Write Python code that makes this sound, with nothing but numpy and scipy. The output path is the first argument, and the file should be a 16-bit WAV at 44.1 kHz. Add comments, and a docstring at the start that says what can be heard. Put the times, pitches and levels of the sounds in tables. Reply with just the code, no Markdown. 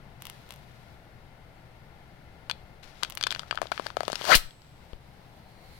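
"""A plastic spring clamp creaks, scrapes and snaps shut as a phone is worked out of it in a quiet room.
Each creak is one slip of the grip: a damped resonance plus a bright crack. Crowded slips make a rising scrape.
The snap is a noise burst with a ringing spring; pressure steps thump into the phone's left port.
Before and among the creaks, a plastic figure's joints tick faintly as short filtered clicks.
Skin rubs in grainy noise, a closing hand adds hollow noise, and room air rumbles and hums throughout."""
import sys
import numpy as np
from scipy import signal
from scipy.fft import rfft, irfft
from scipy.io import wavfile

SR = 44100
rng = np.random.default_rng(int(sys.argv[2]) if len(sys.argv) > 2 else 0)


def materialize(psi):
    """Save the field psi as 16-bit PCM at rate SR to the path in sys.argv[1].

    A 1-D psi becomes a single channel; in a 2-D psi each row is a channel.
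    """
    bounded = np.clip(np.atleast_2d(psi).T, -1, 1)
    quanta = np.round(bounded * 32767).astype(np.int16)
    wavfile.write(sys.argv[1], SR, quanta)


N = 255324
TIME = np.arange(N) / SR
HIT_SIZE = 2048  # samples in one short hit
HIT_HZ = np.maximum(np.fft.rfftfreq(HIT_SIZE, 1 / SR), 1)
SNAP_S = 4.3518  # the jaws snap shut and the phone comes free


def undb(db):
    """Decibels to gain."""
    return 10 ** (np.asarray(db) / 20)


def unit(x):
    """Scale to rms 1."""
    return x / np.sqrt(np.mean(x ** 2))


def per_ms(x):
    """Scale a hit to the energy of one millisecond at rms 1."""
    return x * np.sqrt(SR / 1000 / np.sum(x ** 2))


def colour(points, hz):
    """Gain of a (freq_hz, level_db) spectrum, interpolated along log frequency."""
    point_hz, point_db = np.transpose(points)
    return undb(np.interp(np.log(np.maximum(hz, 1)), np.log(point_hz), point_db))


def tint(x, points):
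    """Filter a signal with a (freq_hz, level_db) spectrum."""
    gain = colour(points, np.fft.rfftfreq(len(x), 1 / SR))
    return irfft(rfft(x) * gain, len(x))


def causal(gain):
    """Minimum-phase impulse response with this gain over HIT_HZ: its energy comes as early as possible."""
    cepstrum = irfft(np.log(gain + 1e-6))
    # fold the second half onto the first so that nothing precedes the hit
    cepstrum[1:HIT_SIZE // 2] *= 2
    cepstrum[HIT_SIZE // 2 + 1:] = 0
    return irfft(np.exp(rfft(cepstrum)))


def ripple(db, size=14):
    """Random peaks and dips: every contact point excites the plastic differently."""
    noise = rng.standard_normal(len(HIT_HZ))
    smooth = signal.convolve(noise, np.hanning(2 * size), "same")
    return undb(db * unit(smooth))


def walk(points_per_s):
    """Random drift at rms 1, in straight lines between random points."""
    count = int(N / SR * points_per_s) + 2
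    points = rng.standard_normal(count)
    return unit(np.interp(TIME * points_per_s, np.arange(count), points))


def fade(t60_s):
    """Exponential decay that loses 60 dB in t60_s."""
    return np.exp(-np.log(1000) * TIME / t60_s)


def ring(modes):
    """Sum of decaying sine modes given as (freq_hz, t60_s, level_db)."""
    return sum(undb(db) * fade(t60) * np.sin(2 * np.pi * hz * TIME) for hz, t60, db in modes)


def tail(t60_s):
    """Half a second of dense decaying reflections with unit energy."""
    x = fade(t60_s)[:SR // 2] * rng.standard_normal(SR // 2)
    return x / np.sqrt(np.sum(x ** 2))


def through(x, response):
    """Pass a signal through an impulse response."""
    return signal.fftconvolve(x, response)[:N]


def add(track, start_s, x):
    """Mix x into the track from start_s."""
    i = int(start_s * SR)
    track[i:i + len(x)] += x[:N - i]


# spectrum of the room air, later scaled to rms 1: freq_hz, level_db (relative, per Hz)
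AIR_SPECTRUM = [(20, -1), (45, -4.5), (70, -2), (92, -6), (135, -1), (260, -13.5), (420, -15.5), (780, -11),
                (1150, -20.5), (2100, -21.5), (2500, -24.5), (4500, -30), (7000, -42), (12000, -41.5),
                (16000, -47.5)]
# low hum, relative to the air before a common lift: freq_hz (centre of a drifting tone), level_db
HUM_TONES = [(70, -65.5), (118.4, -63)]
AIR_LEFT_DB, AIR_RIGHT_DB = -46, -49  # before the common trim
DIP_LEFT_DB, DIP_RIGHT_DB, DIP_S = -5.5, -1, 0.14  # deepest drop, and its delay after the snap


def air(shared_hz=650, hum_db=50, lag_radians=0.49):
    """Room rumble and a low hum: the bass is common to both ports, shifted in phase; the hiss is not."""
    hz = np.fft.rfftfreq(N, 1 / SR)
    shared = 1 / (1 + (hz / shared_hz) ** 2)
    common = rfft(rng.standard_normal(N))
    hum = sum(undb(db + hum_db) * np.sqrt(2) * np.sin(2 * np.pi * f * TIME + .8 * walk(16))
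              for f, db in HUM_TONES)
    left_colour = [(100, 0), (16000, 0.016)]
    right_colour = [(100, -4), (400, -1.5), (800, -4.5), (4400, -3.0), (8000, 0.0), (15000, 3.0)]
    # the level dips briefly after the snap
    since = np.maximum(TIME - SNAP_S, 0) / DIP_S
    dip = since * np.exp(1 - since)
    left_db = AIR_LEFT_DB + DIP_LEFT_DB * dip
    right_db = AIR_RIGHT_DB + DIP_RIGHT_DB * dip
    ports = []
    for port_colour, db in [(left_colour, left_db), (right_colour, right_db)]:
        own = rfft(rng.standard_normal(N))
        noise = irfft(np.sqrt(shared) * common + np.sqrt(1 - shared) * own, N)
        rumble = tint(unit(tint(noise, AIR_SPECTRUM)), port_colour)
        ports.append((rumble + hum) * undb(db - 3 + .5 * walk(7.8)))
    left, right = ports
    return np.array([left, irfft(rfft(right) * np.exp(-1j * lag_radians), N)])


# faint hollow tones under the clamp: freq_hz, width_hz (half-width of the resonance), level_db
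HOLLOW_TONES = [(1404, 81, -65.5), (1763, 56, -72), (2100, 88, -67.5)]


def hollow_air():
    """The gap under the clamp colours the air at the left port until the phone comes free."""
    hz = np.fft.rfftfreq(N, 1 / SR)
    noise = rfft(rng.standard_normal(N))
    tones = sum(undb(db) * unit(irfft(noise / (1 + ((hz - f) / width) ** 2), N))
                for f, width, db in HOLLOW_TONES)
    return tones * (TIME < SNAP_S)


STROKE_ATTACK_S, STROKE_RELEASE_DB_PER_S = 0.0053, 220


def stroke(start_s, length_s, swell_db_per_s):
    """Gain of one stroke of noise: a quick attack, a steady swell or sag, a release."""
    age = TIME - start_s
    swell_db = swell_db_per_s * np.clip(age, 0, length_s)
    release_db = STROKE_RELEASE_DB_PER_S * np.maximum(age - length_s, 0)
    return np.clip(age / STROKE_ATTACK_S, 0, 1) * undb(swell_db - release_db)


# rubbing strokes and, at 2.826 s, one abrupt short burst of noise; levels before swell and flutter:
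# start_s, length_s, left_db, right_db, swell_db_per_s
NOISE_STROKES = [(.2, 0.75, -56.5, -59.5, -10.5), (2.826, 0.017, -45, -73, -140), (2.87, .19, -59, -77, 42),
                 (3.17, .25, -54, -70, 17), (3.47, 0.1, -56, -78, -10), (3.618, 0.035, -42.5, -64, -140),
                 (3.72, 0.16, -46, -68, -2), (3.97, .3, -52, -73, 48.5), (4.4, .53, -63, -67, 0),
                 (5.0, 0.52, -74, -68, 4), (5.6, 0.23, -74, -65.5, 48)]
# spectrum of the rubbing and the burst, later scaled to rms 1: freq_hz, level_db (relative)
RUB_SPECTRUM = [(100, -12), (600, -2), (1400, 1), (2000, 1.5), (3800, 0), (5500, -4), (7500, -12.5),
                (12000, -17.5), (16000, -25)]


def rubbing(grain_db=3.5, largest=6.1, flutter_db=1.2):
    """Skin drags over plastic in a haze of tiny uneven grains; one abrupt burst shares this noise."""
    flutter = undb(flutter_db * walk(41))
    gains = sum(undb([[left_db], [right_db]]) * stroke(start_s, length_s, swell)
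                for start_s, length_s, left_db, right_db, swell in NOISE_STROKES)
    grain_size = np.minimum(rng.exponential(size=(2, N)), largest)
    grains = rng.standard_normal((2, N)) * undb(grain_db * grain_size)
    left, right = (unit(tint(g, RUB_SPECTRUM)) * gain * flutter for g, gain in zip(grains, gains))
    right_colour = [(1000, 2), (3000, -1.5), (4300, 2.5), (6000, -3.5), (12000, 11)]
    return np.array([left, tint(right, right_colour)])


# joint ticks, levels before the trims of joints(): start_s, body_db, treble_db
JOINT_TICKS = [(0.2219, -36.5, -32.5), (0.2539, -34, -35), (0.2689, -33.5, -33.5), (0.2989, -33.5, -34),
               (0.4912, -46, -47), (0.507, -33, -40), (0.523, -41, -41), (0.539, -44.5, -43),
               (0.561, -49, -47), (3.0999, -39, -29), (3.106, -36, -47), (3.123, -33.5, -68),
               (3.152, -48, -30.5), (3.179, -35, -36)]


def joints(body_trim_db=3, top_trim_db=1, rattle_db=-6):
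    """Stiff joints tick: the left port gets the body of each tick, the right its thin top."""
    body_colour = [(200, -29), (650, -2.5), (950, 1.0), (3500, -0.5), (4200, -2.5), (5000, -3.5),
                   (7000, -10), (10000, -9.5), (15000, -20)]
    top_colour = [(300, -16), (750, -14), (1100, 3.5), (1600, -11), (7000, -6.5), (10000, -3.5),
                  (13000, 1), (16000, -4.0)]
    out = np.zeros((2, N))
    for start_s, body_db, treble_db in JOINT_TICKS:
        body = per_ms(causal(colour(body_colour, HIT_HZ) * ripple(1.5)))
        top = per_ms(causal(colour(top_colour, HIT_HZ) * ripple(3.8)))
        add(out[0], start_s, undb(body_db + body_trim_db) * body)
        add(out[1], start_s, undb(treble_db + top_trim_db) * top)
    # the hollow limbs rattle for a few milliseconds
    return np.array([x + undb(rattle_db) * through(x, tail(0.013)) for x in out])


# path through the phone's case: freq_hz, level_db (relative)
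CASE_PATH = [(100, -1.5), (300, -1), (500, 1.5), (900, -0.5), (1400, 2.5), (1900, -8), (2600, -2),
             (3600, 2), (4600, 1), (5800, -9), (7300, -10), (9500, -12.5), (16000, -28.5)]


def contact(hz, sharpness, crack_db, crack_hz=3000, ripple_db=3.5, softness=3.7):
    """One contact: a heavily damped resonance and a bright crack, heard through the case."""
    peak = 1 / (1 + (sharpness * (HIT_HZ / hz - hz / HIT_HZ)) ** 2)
    # a soft contact loses treble above softness * hz
    resonance = peak / (1 + (HIT_HZ / hz / softness) ** 2)
    crack = undb(crack_db) ** 2 / (1 + (crack_hz / HIT_HZ) ** 2)
    gain = np.sqrt(resonance + crack) * colour(CASE_PATH, HIT_HZ)
    return per_ms(causal(gain * ripple(ripple_db)))


# single slips of the grip, then two faint high ticks after the snap:
# start_s, level_db (both before a small offset), resonance_hz, crack_db (relative to the resonance)
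SLIPS_AND_TICKS = [(2.498, -15, 2890, -10), (2.5041, -25, 2490, -14), (2.5124, -13.5, 3130, -8),
                   (3.0275, -24.5, 1230, -30), (3.0333, -8, 3230, -4.5), (3.0485, -21.5, 2700, -10),
                   (3.1736, -19.5, 2450, -3), (3.2113, -18, 3110, -12), (3.2277, -17, 3880, -12),
                   (3.2382, -7, 3610, -20), (3.268, -14, 1300, -16), (3.27, -12, 2830, -8),
                   (3.3071, -13, 4330, -13), (3.3151, -22.5, 590, -3.5), (3.318, -21, 2400, -27),
                   (3.3247, -16.5, 2590, -10), (3.3493, -20, 2790, -12), (3.3613, -25, 1140, -24),
                   (3.3944, -17.5, 3640, -23), (3.4328, -30.5, 1430, -21), (3.5108, -11.5, 2160, -30),
                   (3.5266, -20.5, 744, -39), (3.5476, -30.5, 640, -16), (3.5559, -29.5, 5610, 2),
                   (3.575, -15.5, 1540, -39), (3.586, -27, 1240, -33), (3.6172, -13, 750, -16),
                   (3.629, -23, 546, -26), (3.6559, -29, 537, -34), (3.6698, -28, 3530, -25),
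                   (3.718, -13.5, 690, -14.5), (3.7211, -16, 1720, -25), (3.7778, -20.5, 1710, -24),
                   (3.797, -16, 674, -24.5), (3.863, -24, 700, -29), (3.8668, -18, 1730, -11),
                   (3.9031, -26, 1070, -18), (3.9691, -12, 860, -15), (4.0065, -13.5, 800, -16),
                   (4.0328, -21, 646, -14.5), (4.052, -29, 4840, -30), (4.0807, -13.5, 800, -13),
                   (4.1004, -20.5, 660, -14.5), (4.1196, -21.5, 6965, -10.5), (4.1303, -16.5, 690, -14),
                   (4.1562, -15, 4800, -4.5), (4.2127, -22.5, 690, -14), (4.219, -23, 3350, -14),
                   (4.2425, -22.5, 685, -10.5), (4.2528, -18.5, 2070, 0), (4.5085, -39, 3880, -7),
                   (4.619, -44.5, 5210, -15)]
# how sharply each one rings at its resonance: resonance_hz, q (no unit)
CONTACT_SHARPNESS = [(700, 1.48), (1100, 0.99), (1600, 2.8), (2400, 1.1), (3600, 1.2), (6000, 1.8)]


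def creaks():
    """The rubber grip sticks and lets go, slip by slip; two faint high ticks follow the snap."""
    out = np.zeros(N)
    for start_s, db, hz, crack_db in SLIPS_AND_TICKS:
        sharpness = np.interp(hz, *np.transpose(CONTACT_SHARPNESS))
        add(out, start_s - .0003, undb(db - 0.5) * contact(hz, sharpness, crack_db))
    return out


def squeak(hz, cycles=1.6):
    """The rubber chatters for a few cycles: a tone that swells and dies at once."""
    phase = hz * TIME[:HIT_SIZE]  # in cycles
    envelope = (phase / cycles) ** 2 * np.exp(-2 * phase / cycles)
    return per_ms(envelope * np.sin(2 * np.pi * phase))


# the slide swells to full force, holds until the jaws snap, then stops abruptly
SLIDE_START_S, SLIDE_FULL_S, SLIDE_DB = 4.225, 4.317, -11  # level before the trims of slide()
SWELL_DB_PER_S, STOP_DB_PER_S = 476.5, 2199.5
# its pitch climbs ever faster from the low grip note as the jaw nears the edge
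GRIP_HZ, EDGE_HZ, CLIMB_S = 994, 3530, 0.018  # CLIMB_S is the time constant


def slide(count=88, scatter_db=2.0, detune_share=0.41, squeak_db=-1, crack_db=-2.5, knock_db=-9.0, hiss_db=-13):
    """Slips run together into a squeaky scrape that sharpens near the edge; the rubber hisses along."""
    swell_db = SWELL_DB_PER_S * np.maximum(SLIDE_FULL_S - TIME, 0)
    stop_db = STOP_DB_PER_S * np.maximum(TIME - SNAP_S, 0)
    db = SLIDE_DB - swell_db - stop_db
    hz = GRIP_HZ + (EDGE_HZ - GRIP_HZ) * np.exp(np.minimum(TIME - SNAP_S, 0) / CLIMB_S)
    start, end = SLIDE_START_S, SNAP_S + .02
    out = np.zeros(N)
    for k, (late, size, detune, side) in enumerate(rng.uniform(-1, 1, (count, 4))):
        s = start + (end - start) * (k + late / 2) / count
        i = int(s * SR)
        pitch = hz[i] * np.exp(detune_share * detune)
        slip = undb(squeak_db) * squeak(pitch)
        slip = slip + undb(crack_db) * contact(pitch, 1.5, -24.0)
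        slip = slip + undb(knock_db) * contact(650, 0.73, -31)
        add(out, s, np.sign(side) * undb(db[i] + scatter_db * size) * slip)
    hiss_colour = [(500, -13), (2500, -1.5), (5000, 2.0), (7000, -9.0), (16000, -20.0)]
    hiss = unit(tint(rng.standard_normal(N), hiss_colour))
    # the hiss grows more slowly than the slips
    return out + hiss * undb(0.5 * db + hiss_db) * (TIME > start) * (TIME < end)


# modes of clamp and case, before a common trim: freq_hz, t60_s, level_db
CLAMP_MODES = [(1319, 0.062, -41), (1767, 0.066, -49), (2080, .06, -43), (2450, .06, -46.5),
               (3080, 0.08, -47.5), (3515, 0.047, -40.5), (4030, 0.089, -50), (4460, 0.13, -47.5)]


def clamp_body(grip):
    """Every contact rings the modes of clamp and case and scatters briefly inside the plastic."""
    modes = undb(-9) * through(grip, ring(CLAMP_MODES)[:SR // 4])
    scatter = tint(through(grip, tail(0.025)), [(700, -11.5), (2200, -9.5)])
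    return grip + modes + scatter


def bend(x, corner_hz=3000, order=6):
    """Bending waves in a thin plate: the treble runs ahead, which spreads each click a little."""
    g = np.tan(np.pi * corner_hz / SR)
    a = (g - 1) / (g + 1)
    for _ in range(order):
        x = signal.lfilter([a, 1], [1, a], x)  # all-pass
    return x


# spectrum of the clap: freq_hz, level_db (relative)
SNAP_SPECTRUM = [(100, -25), (500, -3.5), (1500, -5.5), (4200, 3), (7000, -6), (11000, -3.5), (16000, -7.5)]
# the clamp's spring, levels before each port's trim: freq_hz, t60_s, level_db
SPRING_MODES = [(7700, 1.7, -61.5), (7950, .5, -58.5), (8170, .4, -58.5), (8387, 0.68, -54)]
SNAP_DB = -9  # before each port's clap and chatter trims


def snap():
    """The jaws clap shut in front of both ports, chatter briefly and leave the spring ringing."""
    out = np.zeros((2, N))
    # left, then right: clap_db, chatter_db, spring_db
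    for port, (clap_db, chatter_db, spring_db) in zip(out, [(1, 6.0, 2.5), (4, 0.5, -12.0)]):
        blow = undb(clap_db) * tail(0.033) + undb(chatter_db) * tail(0.1)
        clap = signal.fftconvolve(blow, per_ms(causal(colour(SNAP_SPECTRUM, HIT_HZ))))
        add(port, SNAP_S, undb(SNAP_DB) * clap)
        add(port, SNAP_S, undb(spring_db) * ring(SPRING_MODES))
    return out


# pressure steps at the left port: start_s, size_db, sign (direction),
# decay_s (time constant), swing_hz, edge_hz (low-pass corner)
PORT_THUMPS = [(4.355, -10, 1, 0.022, 16, 397), (4.452, -28.5, 1, 0.03, 2.3, 40.1),
               (4.933, -24, -1, 0.014, 13, 3000)]


def thumps():
    """Fingers press air into the left port; the pressure leaks away with a slow swing."""
    out = np.zeros(N)
    for start_s, db, sign, decay_s, swing_hz, edge_hz in PORT_THUMPS:
        swing = np.exp(-TIME / decay_s) * np.cos(2 * np.pi * swing_hz * TIME + 0.74)
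        step = np.sign(sign) * undb(db) * swing
        add(out, start_s, signal.lfilter(*signal.butter(1, edge_hz, fs=SR), step))
        # the sharper the touch, the brighter its tap on the case
        add(out, start_s, undb(db - 11.5) * contact(edge_hz / 3, 0.41, -25))
    return out * undb([[0], [-20]])  # left, right


def cupped_hand(start_s=5.24, end_db=-61):
    """The hand closes around the phone: its hollow colours skin noise that swells to the end."""
    hollow = [(800, -20), (1700, -16), (2150, 5), (2800, -23), (3600, -14), (4200, 5), (5200, -14), (16000, -16)]
    swell = np.clip((TIME - start_s) / (TIME[-1] - start_s), 0, 1)
    noise = np.array([unit(tint(x, hollow)) for x in rng.standard_normal((2, N))])
    return noise * swell * undb(end_db)


def room(x, t60_s=0.34, treble_share=0.74):
    """A small room's reflections; its treble dies first."""
    low_colour = [(100, -7.5), (700, -4.5), (3500, -1.0), (6000, -6), (9000, -13.5), (16000, -26.5)]
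    high_colour = [(100, -31), (3000, -8), (7000, -5.5), (16000, -3.5)]
    low = tint(tail(t60_s), low_colour)
    high = tint(tail(t60_s * treble_share), high_colour)
    return through(x, low + high)


def scene():
    """The clamp sounds through the case into the left port; the right hears it mostly through the air."""
    grip = clamp_body(bend(creaks() + slide()))
    far_colour = [(100, -28), (700, -29.0), (3500, -27), (7000, -27), (14000, -15.5)]
    far_grip = tint(through(grip, tail(.012)), far_colour)
    ticks, clap = joints(), snap()
    left_room = room(undb(-20) * grip + undb(-9.5) * ticks[0] + undb(-17) * clap[0])
    left = grip + ticks[0] + clap[0] + hollow_air() + left_room
    right_room = room(undb(-30.0) * grip + undb(-18) * ticks[1] + undb(-11) * clap[1])
    right = far_grip + ticks[1] + clap[1] + right_room
    return np.array([left, right]) + thumps() + rubbing() + cupped_hand() + air()


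def record(dry, ceiling=0.79, top_hz=16000):
    """The phone rounds the loudest peaks by soft saturation and cuts the top with a steep low-pass."""
    rounded = ceiling * np.tanh(dry / ceiling)
    return signal.sosfilt(signal.ellip(8, .2, 70, top_hz, fs=SR, output="sos"), rounded)


dry = scene()
out = record(dry)
materialize(out)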